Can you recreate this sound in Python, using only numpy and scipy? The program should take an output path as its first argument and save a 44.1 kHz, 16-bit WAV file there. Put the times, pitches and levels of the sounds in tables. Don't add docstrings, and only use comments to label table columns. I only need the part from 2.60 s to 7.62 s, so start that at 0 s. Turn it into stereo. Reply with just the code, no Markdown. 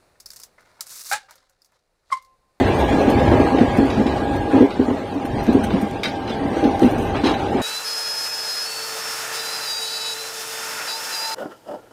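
import sys
import numpy as np
from scipy import signal
from scipy.fft import rfft, irfft
from scipy.io import wavfile
from scipy.ndimage import uniform_filter1d

SR = 44100
rng = np.random.default_rng(int(sys.argv[2]) if len(sys.argv) > 2 else 0)


def file_out(sig):
    cols = np.atleast_2d(sig).T
    lim = np.clip(cols, -1, 1)
    pcm = np.round(lim * 32767).astype(np.int16)
    wavfile.write(sys.argv[1], SR, pcm)


def amplitude_ratio(level_db):
    exponent = np.asarray(level_db, float) / 20
    return 10 ** exponent


N = 221249


def evened(x):
    return x / np.sqrt(np.mean(x ** 2) + 1e-20)


def read(points, hz):
    f, value = np.transpose(points)
    return np.interp(np.log(hz + 1), np.log(f + 1), value)


def along(rows, t):
    s, *columns = np.transpose(rows)
    return [np.interp(t, s, c) for c in columns]


def swing(rows, t):
    db, = along(rows, t)
    return db - db.mean()


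def add(mix, s, sound):
    part = mix[..., round(s * SR):][..., :sound.shape[-1]]
    part += sound[..., :part.shape[-1]]


def resonate(x, hz, width_hz):
    turn = np.exp(2j * np.pi * np.cumsum(hz * np.ones(x.shape[-1])) / SR)
    r = np.exp(-np.pi * width_hz / SR)
    return 2 * (turn * signal.lfilter([1 - r], [1, -r], x / turn)).real


def resonate_twice(x, hz, width_hz):
    return resonate(resonate(x, hz, width_hz), hz, width_hz)


def smooth_twice(x, size, axes=(-1, -1)):
    return uniform_filter1d(uniform_filter1d(x, size, axes[0]), size, axes[1])


def tinted(x, points, tilt_db=0):
    hz = np.fft.rfftfreq(x.shape[-1], 1 / SR)
    return irfft(rfft(x) * amplitude_ratio(read(points, hz) + tilt_db * np.log2((hz + 500) / 6000)), x.shape[-1])


def sides(pan_db):
    return amplitude_ratio(np.array([[pan_db / 2], [-pan_db / 2]]))


def fade_out(t):
    return np.cos(t / t[-1] * np.pi / 2)


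# frequency in Hz, level in dB per Hz.
ROAR_COLOUR = [(13, -57), (22, -53), (46, -27), (62, -7), (76, -5), (168, -9.5), (246, -3.5), (545, -8.5),
               (801, -10.5), (1050, -14.5), (4150, -27.5), (4900, -33), (7590, -39.5), (8950, -46.5),
               (10600, -51), (13900, -46), (15500, -73)]
# frequency in Hz, width in Hz, lift in dB.
CAB_HOLLOWS = [(78, 49, 3), (244, 18, 7), (366.5, 27, 6.5), (480, 30, 2), (671.7, 29, 8), (826, 22, 2.5),
               (1376, 250, -2.5), (3830, 1400, -1), (9360, 330, 5), (15500, 900, 19)]
LAYER_SPLIT_HZ = (155, 880, 4160)
# frequency in Hz, likeness 0-1.
LIKENESS = [(30, .9995), (60, .998), (90, .996), (130, .945), (200, .955), (300, .982), (600, .9),
            (850, .75), (1150, .5), (1500, .45), (2200, .3), (4000, .35), (15000, .3)]
# frequency in Hz, level in dB.
BALANCE = [(20, 2), (60, -1.5), (300, -0.7), (700, 0), (1300, 4), (2400, 2), (4400, 2.5), (7500, -6),
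           (8600, 17.5), (10200, 7), (11200, -2.5), (15000, 2.5)]
# frequency in Hz, phase in radians.
PORT_LEAD = [(300, 0), (850, .3), (1150, 1.5), (1500, 1.9), (2200, 1.5), (15000, 1.57)]
# time in seconds, level in dB.
BODY_SWAY = [(0, -26), (.42, -28), (.71, -18), (.91, -31), (1.05, -27.5), (1.6, -31), (1.77, -22.5),
             (1.98, -47), (2.25, -38), (2.6, -40.5), (2.74, -25.5), (3.05, -29.5), (3.56, -40.5),
             (3.8, -31), (3.97, -34.5), (4.44, -25.5), (4.76, -32), (5.02, -35)]
# time in seconds, level in dB.
ROUGHNESS = [(0, -11.5), (.4, -12.5), (.78, -12.5), (.95, -15.5), (1.2, -15.5), (1.34, -17.5), (1.87, -21),
             (1.98, -13.5), (2.15, -27.5), (2.25, -21.5), (2.6, -26), (2.91, -17.5), (3.08, -21),
             (3.48, -24.5), (4.18, -17.5), (4.44, -18.5), (4.8, -21), (5.02, -17)]
ROUGHNESS_SHARE = (0.87, 0.88, 0.65)


def rolling(patchy_db=1.9, flicker_db=0.6, bass_patchy=0.45):
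    frames, hz = N // 256 + 5, np.fft.rfftfreq(1024, 1 / SR)
    t = np.arange(frames) * 256 / SR
    a, b, c, d, patches = rng.standard_normal((frames, 513, 5)).T
    patches = evened(smooth_twice(patches, 10, (0, 1)))
    flicker = evened(uniform_filter1d(rng.standard_normal(frames), 5))

    layers_db = [swing(BODY_SWAY, t)] + [share * swing(ROUGHNESS, t) for share in ROUGHNESS_SHARE]
    above = [np.ones(513)]
    above += [1 / (1 + (f / (hz + 1)) ** 6) for f in LAYER_SPLIT_HZ]
    above += [np.zeros(513)]
    swell_db = sum((above[k] - above[k + 1])[:, None] * db for k, db in enumerate(layers_db))
    colour_db = read(ROAR_COLOUR, hz)
    colour_db = colour_db + sum(db / (1 + (2 * (hz - f) / w) ** 2) for f, w, db in CAB_HOLLOWS)

    treble = above[2][:, None]
    patch_db = patchy_db * (bass_patchy + (1 - bass_patchy) * treble) * patches
    gain_db = colour_db[:, None] + swell_db + patch_db + flicker_db * flicker * treble
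    half_lean_db = read(BALANCE, hz)[:, None] / 2

    same = read(LIKENESS, hz)[:, None]
    left = a + 1j * b
    right = same * left * np.exp(-1j * read(PORT_LEAD, hz))[:, None] + np.sqrt(1 - same ** 2) * (c + 1j * d)
    z = np.array([left * amplitude_ratio(gain_db + half_lean_db), right * amplitude_ratio(gain_db - half_lean_db)])
    return amplitude_ratio(-20) * evened(signal.istft(z, nperseg=1024, noverlap=768)[1][:, :N])


# time in seconds, frequency in Hz.
GEAR_MESH = [(0, 827), (1, 823), (2, 819), (2.5, 815), (3, 810), (3.5, 802), (4, 795), (4.5, 788),
             (5.02, 782)]
TONE_ORDERS = (1, .9755, 2, 1.951, 1.117, 3, 2.927, 1.038)
# time in seconds, near motor in dB, far motor in dB, second orders in dB.
TOOTH_LOAD = [(0, -37, -38, -46), (.3, -33, -36, -40), (.75, -35, -32, -41), (1.1, -41, -37, -43),
              (1.3, -38, -39, -49), (1.5, -36, -37, -44), (1.75, -37, -34, -43.5), (2.02, -37, -38, -42.5),
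              (2.15, -46, -50, -57), (2.75, -38, -40, -55), (3, -35, -44, -51), (3.3, -40, -44, -50),
              (3.6, -41, -46, -49), (3.8, -36, -45, -48), (4.2, -33, -40, -52), (4.5, -35, -44, -52),
              (5.02, -35, -40, -50)]
FAR_SECOND_DB, THIRD_DB, WOBBLE_DB = -7, -8.5, .8
SIDE_DB, SIDE_FROM_S, SIDE_WAKE_DB = -58, 3.22, 14
STRAND_DB, STRAND_FROM_S = -36.5, 4.42


def gears(waver_hz=14.0, low_purity=.64, high_purity=.82):
    t = np.arange(N) / SR
    mesh_hz, = along(GEAR_MESH, t)
    near, far, second = along(TOOTH_LOAD, t)
    far_second = second + FAR_SECOND_DB
    side = SIDE_DB + SIDE_WAKE_DB / (1 + np.exp((SIDE_FROM_S - t) / 0.04))
    strand = STRAND_DB - 20 / (1 + np.exp((t - STRAND_FROM_S) / 0.023))
    levels_db = [near, far, second, far_second, side, second + THIRD_DB, far_second + THIRD_DB, strand]
    out = np.zeros((2, N))
    for multiple, db in zip(TONE_ORDERS, levels_db):
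        hz = multiple * mesh_hz
        apart = np.clip(multiple - .8, 0, 1)
        purity = low_purity + (high_purity - low_purity) * apart
        turns = np.cumsum(hz) / SR + rng.random() + apart * rng.random((2, 1))
        tone = np.sqrt(2) * np.sin(2 * np.pi * turns)
        rough = (1 - apart) * rng.standard_normal(N) + apart * rng.standard_normal((2, N))
        fuzz = evened(resonate_twice(rough, hz, 2 * waver_hz))
        wobble = evened(smooth_twice(rng.standard_normal(N), 2500))
        out += amplitude_ratio(db + WOBBLE_DB * wobble) * (purity * tone + (1 - purity) * fuzz)
    return amplitude_ratio(6.3) * out


# start in seconds, peak in dB, floor ring in Hz, rebound in dB, rebound delay in seconds.
RAIL_JOINTS = [(1.935, -3.5, 288, -19, .03), (1.945, -2.5, 270, -3, 0.019), (1.974, -4.5, 330, -10, .014),
               (2.008, 4.5, 269.5, -2.5, .017), (2.196, 0.5, 273, -8, .013), (2.284, -5, 264.4, -1, 0.025),
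               (2.878, -4, 228.7, -8.5, 0.037), (2.888, -2.5, 257, -11.5, .016),
               (2.92, -12, 216, -12, .015), (2.949, 2.5, 275.7, -8, 0.018), (2.98, -6.5, 269, -11, 0.021),
               (3.139, -5, 200, -2.5, .011), (3.171, -14, 286, -2, .015), (3.227, -6.5, 217, -10.5, .016)]
# start in seconds, peak in dB, floor ring in Hz, rebound in dB.
SWITCH_BLOWS = [(.195, -22, 293, -9), (.578, -13, 232, -3), (2.613, -21, 426, -18), (2.649, -15.5, 254, -5),
                (2.749, -21, 368, 6), (3.572, -20.5, 283, -5), (4.262, -4, 256.5, -3.5),
                (4.85, -20, 387, -21), (.008, -8.5, 260, -9), (.479, -3, 243, -9.5),
                (4.652, -9.5, 297, -10), (0.673, -15, 258, 1), (0.706, -11, 320, -11),
                (0.744, -6, 363, -28), (.801, -1, 286, -22), (.846, -2.5, 330, -20), (.946, -2.5, 283, -19),
                (.985, -4.5, 352, -23), (1.012, 2.5, 254, -8), (1.186, -0.5, 250.4, -3),
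                (1.23, -5.5, 270, -3.5), (1.379, -7.5, 220, 3), (1.398, -4, 228, -11.5),
                (1.46, -5.5, 252.4, -5), (1.622, -11, 283, -27), (1.758, -13, 381, -17),
                (3.706, -14.5, 247, -18), (3.852, -10, 263, -36), (3.968, -6.5, 343, -13),
                (4.029, -6, 331, -24), (4.039, -6.5, 325, -10), (4.054, -3, 254, -1.5), (4.221, 1, 329, -7),
                (4.231, -2, 261, -19), (4.245, 1, 248, -7), (4.272, -9.5, 277, -14), (4.951, -7, 277, -7)]
# start in seconds, peak in dB, floor ring in Hz, rebound in dB.
STEEL_SLAPS = [(0.408, -9, 418, -18), (2.299, -32, 268, -10), (2.599, -31, 400, -20),
               (2.996, -50, 280, -12), (4.55, -11.5, 289, -6), (0.324, -16, 241, 7.5),
               (0.718, -0.5, 338, -4), (1.955, -13, 290, -5), (4.419, -46, 248, -11),
               (4.6383, -0.5, 264.4, -9), (4.666, -7.5, 353, -2.5), (4.69, -13, 312, -3.5),
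               (4.713, -11, 310, -26), (4.927, -23.5, 314, -5)]
JOINT_RING, POINT_RING = 0.7, 0.49
JOINT_CRACK_DB, POINT_CRACK_DB, SLAP_CRACK_DB = -11, -12.5, 3
CRACK_FOLLOW = .5
REBOUND_S, REBOUND_HZ, SECOND_REBOUND_DB, REBOUND_CRACK_DB = .019, 283, -12.5, -5


def blows():
    first = [(*row, JOINT_CRACK_DB, JOINT_RING) for row in RAIL_JOINTS]
    first += [(*row, REBOUND_S, POINT_CRACK_DB, POINT_RING) for row in SWITCH_BLOWS]
    first += [(*row, REBOUND_S, SLAP_CRACK_DB, POINT_RING) for row in STEEL_SLAPS]
    out = []
    for s, db, hz, back_db, late_s, crack_db, ring_factor in first:
        crack_db = crack_db + CRACK_FOLLOW * db
        back_crack_db = crack_db + back_db + REBOUND_CRACK_DB
        out.append((s, db, hz, crack_db, ring_factor))
        out.append((s + late_s, db + back_db, REBOUND_HZ, back_crack_db, JOINT_RING))
        out.append((s + 2 * late_s, db + back_db + SECOND_REBOUND_DB, REBOUND_HZ,
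                    back_crack_db + REBOUND_CRACK_DB, JOINT_RING))
    return out


# ratio to the ring, level in dB, t60 in seconds.
PANEL_MODES = [(0.975, 6, 0.13), (1.094, 4, 0.075), (1.44, -6, 0.19), (1.788, 3.5, 0.049),
               (0.657, -1, 0.034), (0.341, -9.5, 0.11)]


def joints():
    t, out = np.arange(6144) / SR, np.zeros((2, N))
    for s, db, hz, crack_db, ring_factor in blows():
        ring = np.zeros(len(t))
        for ratio, mode_db, t60 in PANEL_MODES:
            decay = amplitude_ratio(mode_db - 60 * t / (t60 * ring_factor))
            ring += decay * np.sin(2 * np.pi * (ratio * hz * t + 0.15 * rng.random()))
        ring *= (1 - np.exp(-t / 0.0046)) ** 2
        noise = rng.standard_normal(len(t)) + .5 * rng.standard_normal((2, len(t)))
        crack = evened(resonate(resonate(noise, 1290, 2500), 825, 300))
        crack *= amplitude_ratio(-60 * t / 0.21) * (1 - np.exp(-t / 0.0013))
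        add(out, s - .004, amplitude_ratio(db - 3.5) * ring / abs(ring).max() + amplitude_ratio(crack_db - 20) * crack)
    return signal.sosfilt(signal.butter(2, 55, "high", fs=SR, output="sos"), out)


# start in seconds, peak in dB, left minus right in dB, rattle t60 in seconds.
FITTING_CLANKS = [(0.4875, -20, -5, 0.31), (0.9855, -31.5, 34, 0.36), (1.3, -20, 5.5, 0.9),
                  (1.465, -19, 3.5, 1), (1.96, -43, 0, 0.57), (2.017, -27, 6, 0.09), (2.105, -22, 1, 1),
                  (3.1043, -23, 7, 1), (4.04, -23, 10.5, 0.44), (4.229, -24.5, 19, 0.55),
                  (4.3, -31, 8, 0.075), (4.647, -36, -19, 0.21), (4.7084, -18, -5, 0.16),
                  (4.791, -21, 0, 0.43), (4.968, -23.5, 9, 0.38)]
# start in seconds, peak in dB, left minus right in dB, rattle t60 in seconds,
# brightness in dB an octave.
FITTING_KNOCKS = [(3.4328, -7.5, 4, .22, -.5), (3.4405, -11, 4, .15, -2), (3.4555, -13, 4, .2, -2),
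                  (3.476, -18, 4, .4, -1), (3.6754, -18.5, 1, .35, -2.5), (3.695, -18, 1, .4, -1.5),
                  (4.552, -18, -3, .3, -6), (4.5654, -17, 4, .4, -6), (4.6385, -15.5, 2, .3, -.5),
                  (4.647, -14, 2, .3, -.5), (4.659, -12, 5, .3, -1), (4.668, -13, 3, .3, -1),
                  (4.69, -16, 2, .4, -.5), (4.7385, -17, 1, .3, -1.5)]
# frequency in Hz, level in dB per Hz.
SHEET_COLOUR = [(150, -75), (530, -33), (900, -12), (1500, -4), (2150, -4), (3100, -4), (3870, -4),
                (4570, -6), (5500, -11), (7400, -20), (9370, -23), (15000, -32)]
# frequency in Hz, width in Hz, level in dB.
SHEET_RINGS = [(3900, 280, 2), (2250, 600, -14), (4900, 350, -14)]
RING_FOLLOW = 1.1
DULL_FOLLOW = .2


def clanks():
    t, out = np.arange(12288) / SR, np.zeros((2, N))
    rows = [(*row, DULL_FOLLOW * (row[1] + 10)) for row in FITTING_CLANKS]
    for s, db, pan_db, t60, tilt_db in rows + FITTING_KNOCKS:
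        grains = amplitude_ratio(1.2 * np.minimum(rng.exponential(1, len(t) // 64), 4)).repeat(64)
        spot = rng.uniform(.97, 1.04)
        rattle = evened(tinted(rng.standard_normal((2, len(t))) * grains, SHEET_COLOUR, tilt_db))
        rings = sum(amplitude_ratio(d) * evened(resonate_twice(rattle, f * spot, w)) for f, w, d in SHEET_RINGS)
        shape = amplitude_ratio(-60 * t / t60) + .8 * amplitude_ratio(-60 * t / .035)
        shape *= (1 - np.exp(-t / .0006)) * fade_out(t)
        add(out, s, amplitude_ratio(db - 11) * sides(pan_db) * (rattle + amplitude_ratio(RING_FOLLOW * db) * rings) * shape)
    return out


# start in seconds, peak in dB, left minus right in dB, brightness in dB an octave.
CASING_TICKS = [(0.196, -24.5, -25, -2.5), (0.497, -19.5, 3, 14), (1.1693, -19, 5, 0), (1.251, -32, -10, 7),
                (1.758, -28, 2, 5), (2.538, -31, -12, 1), (2.6517, -22, -1.5, 4), (2.829, -26.5, -8, 8),
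                (2.927, -23.5, -3, 4), (3.0365, -14, 3, 2), (3.211, -27.5, 12, 9), (3.9688, -35, 1, -2),
                (4.0414, -30, 3, 3), (4.217, -22, -12, 10), (4.2504, -22, -13, 4.5),
                (4.3052, -21.5, -4, 16), (4.379, -21.5, -5, 6), (4.6366, -33, 21, -11)]
# start in seconds, peak in dB, left minus right in dB.
CASING_SNAPS = [
    (2.813, -17, -3),
    (2.8669, -10, -5),
    (2.929, -18, -1),
    (2.6532, -16, 2),
    (2.986, -19, 2),
    (3.2005, -20, 3),
    (3.311, -14, -3),
    (4.1945, -5, -1),
]
# start in seconds, peak in dB, left minus right in dB,
# brightness in dB an octave, t60 in seconds.
HAND_RUBS = [
    (.18, -24, 1, 3, 0.39),
    (3.95, -19.5, -2.5, -1, 0.98),
    (4.2, -22.5, 4, 3, 0.42),
    (4.27, -31, -4, 7, .5),
    (4.39, -23.5, -3, 6, .6),
]
# frequency in Hz, level in dB.
CASING_COLOUR = [(600, -76), (1500, 13.5), (2500, 4.5), (5000, -4.5), (6000, 1), (7500, -8), (9000, 0.5),
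                 (10500, -11.5), (13000, -5.5), (15500, -23)]
TICK_T60_S, SNAP_T60_S, SNAP_TILT_DB = .11, .012, -1.5


def ticks():
    t, out = np.arange(8192) / SR, np.zeros((2, N))
    rows = [(*row, TICK_T60_S) for row in CASING_TICKS]
    rows += [(*row, SNAP_TILT_DB, SNAP_T60_S) for row in CASING_SNAPS]
    for s, db, pan_db, tilt_db, t60 in rows + HAND_RUBS:
        burst = evened(tinted(rng.standard_normal((2, len(t))), CASING_COLOUR, np.clip(tilt_db, -6, 8)))
        shape = amplitude_ratio(-60 * t / t60) * (1 - np.exp(-45 * t / t60)) * fade_out(t)
        add(out, s, amplitude_ratio(db - 9) * sides(pan_db) * burst * shape)
    return out


# start in seconds, length in seconds, frequency in Hz, level in dB.
FLOOR_HUMS = [(0.07, 0.075, 88, -22), (0.17, 0.17, 65, -26.5), (0.12, 0.15, 338, -23.5),
              (0.29, 0.33, 273, -25.5), (0.36, 0.12, 380, -27), (0.599, 0.13, 89, -19),
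              (1.618, 0.19, 275, -26.5), (1.6, 0.32, 310, -27), (2.5, 0.13, 280, -26),
              (.08, 0.15, 430, -24), (.39, 0.055, 560, -24), (0.57, .07, 510, -24), (4.02, .2, 810, -25.5),
              (2.86, 0.2, 202, -21), (3.7, 0.041, 3420, -38), (0.704, 0.12, 590, -22),
              (0.96, 0.059, 700, -23), (3.799, 0.12, 275, -24), (4.005, 0.39, 300, -27)]
HUM_WIDTH_HZ, HUM_WIDTH_SHARE = 16, 0.041


def hums():
    t, out = np.arange(0, .8, 1 / SR), np.zeros(N)
    for s, length_s, hz, db in FLOOR_HUMS:
        width_hz = HUM_WIDTH_HZ + HUM_WIDTH_SHARE * hz
        note = evened(resonate_twice(rng.standard_normal(len(t)), hz, width_hz))
        swell = np.sqrt(np.sin(np.pi * np.clip(t / length_s, 0, 1)).clip(0))
        add(out, s, amplitude_ratio(db) * note * swell)
    return out


def scene():
    return rolling() + gears() + joints() + clanks() + ticks() + hums()


# frequency in Hz, level in dB.
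THRESHOLD = [(300, -70), (900, -11.5), (1500, -5.5), (3000, -4), (5000, 0.5), (9000, -1), (13000, 2.5),
             (15000, 1.5)]
# start in seconds, end in seconds, loss in dB.
TREBLE_SHORT = [
    (0, 1.07, 3),
    (1.41, 1.52, 2),
    (1.75, 2.03, 7),
    (2.43, 3.13, 6),
    (3.377, 4.8, 18),
]
# frequency in Hz, share 0-1.
LOSS_SHARE = [(6300, 0.05), (7300, 1), (10300, 1), (11000, 0.4), (12300, 0.4), (13000, 0.3)]
SPARED_ATTACKS = [
    2.8669,
    3.311,
    3.4328,
    4.1945,
    4.6385,
]
SPARE_BEFORE_S, SPARE_AFTER_S = .03, .012


def thinned(x, depth_db=-30.0, uneven_db=4.5):
    frame = dict(window="cosine", nperseg=1536, noverlap=1024)
    hz, t, z = signal.stft(x, SR, **frame)
    power = uniform_filter1d(uniform_filter1d(abs(z) ** 2, size=3, axis=1), size=2, axis=2)
    line_db = 10 * np.log10(abs(power) + 1e-16)
    jumps = rng.standard_normal((len(hz) // 5 + 1, len(t) // 3 + 1)).repeat(5, 0).repeat(3, 1)
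    gate_db = uniform_filter1d(line_db, size=41, axis=1) + read(THRESHOLD, hz)[:, None]
    gate_db = gate_db + uneven_db * jumps[:len(hz), :len(t)]

    lost_db = uniform_filter1d(sum(db * (t >= a) * (t < b) for a, b, db in TREBLE_SHORT) * 1., size=7)
    z[1] *= amplitude_ratio(-lost_db * read(LOSS_SHARE, hz)[:, None])
    gain_db = depth_db / np.exp(np.clip(line_db - gate_db, -30, 30))
    thin = signal.istft(z * amplitude_ratio(gain_db), SR, **frame)[1][:, :N]
    whole = signal.istft(z, SR, **frame)[1][:, :N]

    s = np.arange(N) / SR
    spared = sum((s > a - SPARE_BEFORE_S) & (s < a + SPARE_AFTER_S) for a in SPARED_ATTACKS) * 1.
    return thin + uniform_filter1d(spared, size=301) * (amplitude_ratio(-3.5) * whole - thin)


def band_limit(x):
    return signal.sosfilt(signal.butter(12, 15670, fs=SR, output="sos"), x)


def record(dry):
    mix = np.clip(thinned(dry), -.97, .97)
    return band_limit(mix)


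dry = scene()
out = record(dry)
file_out(out)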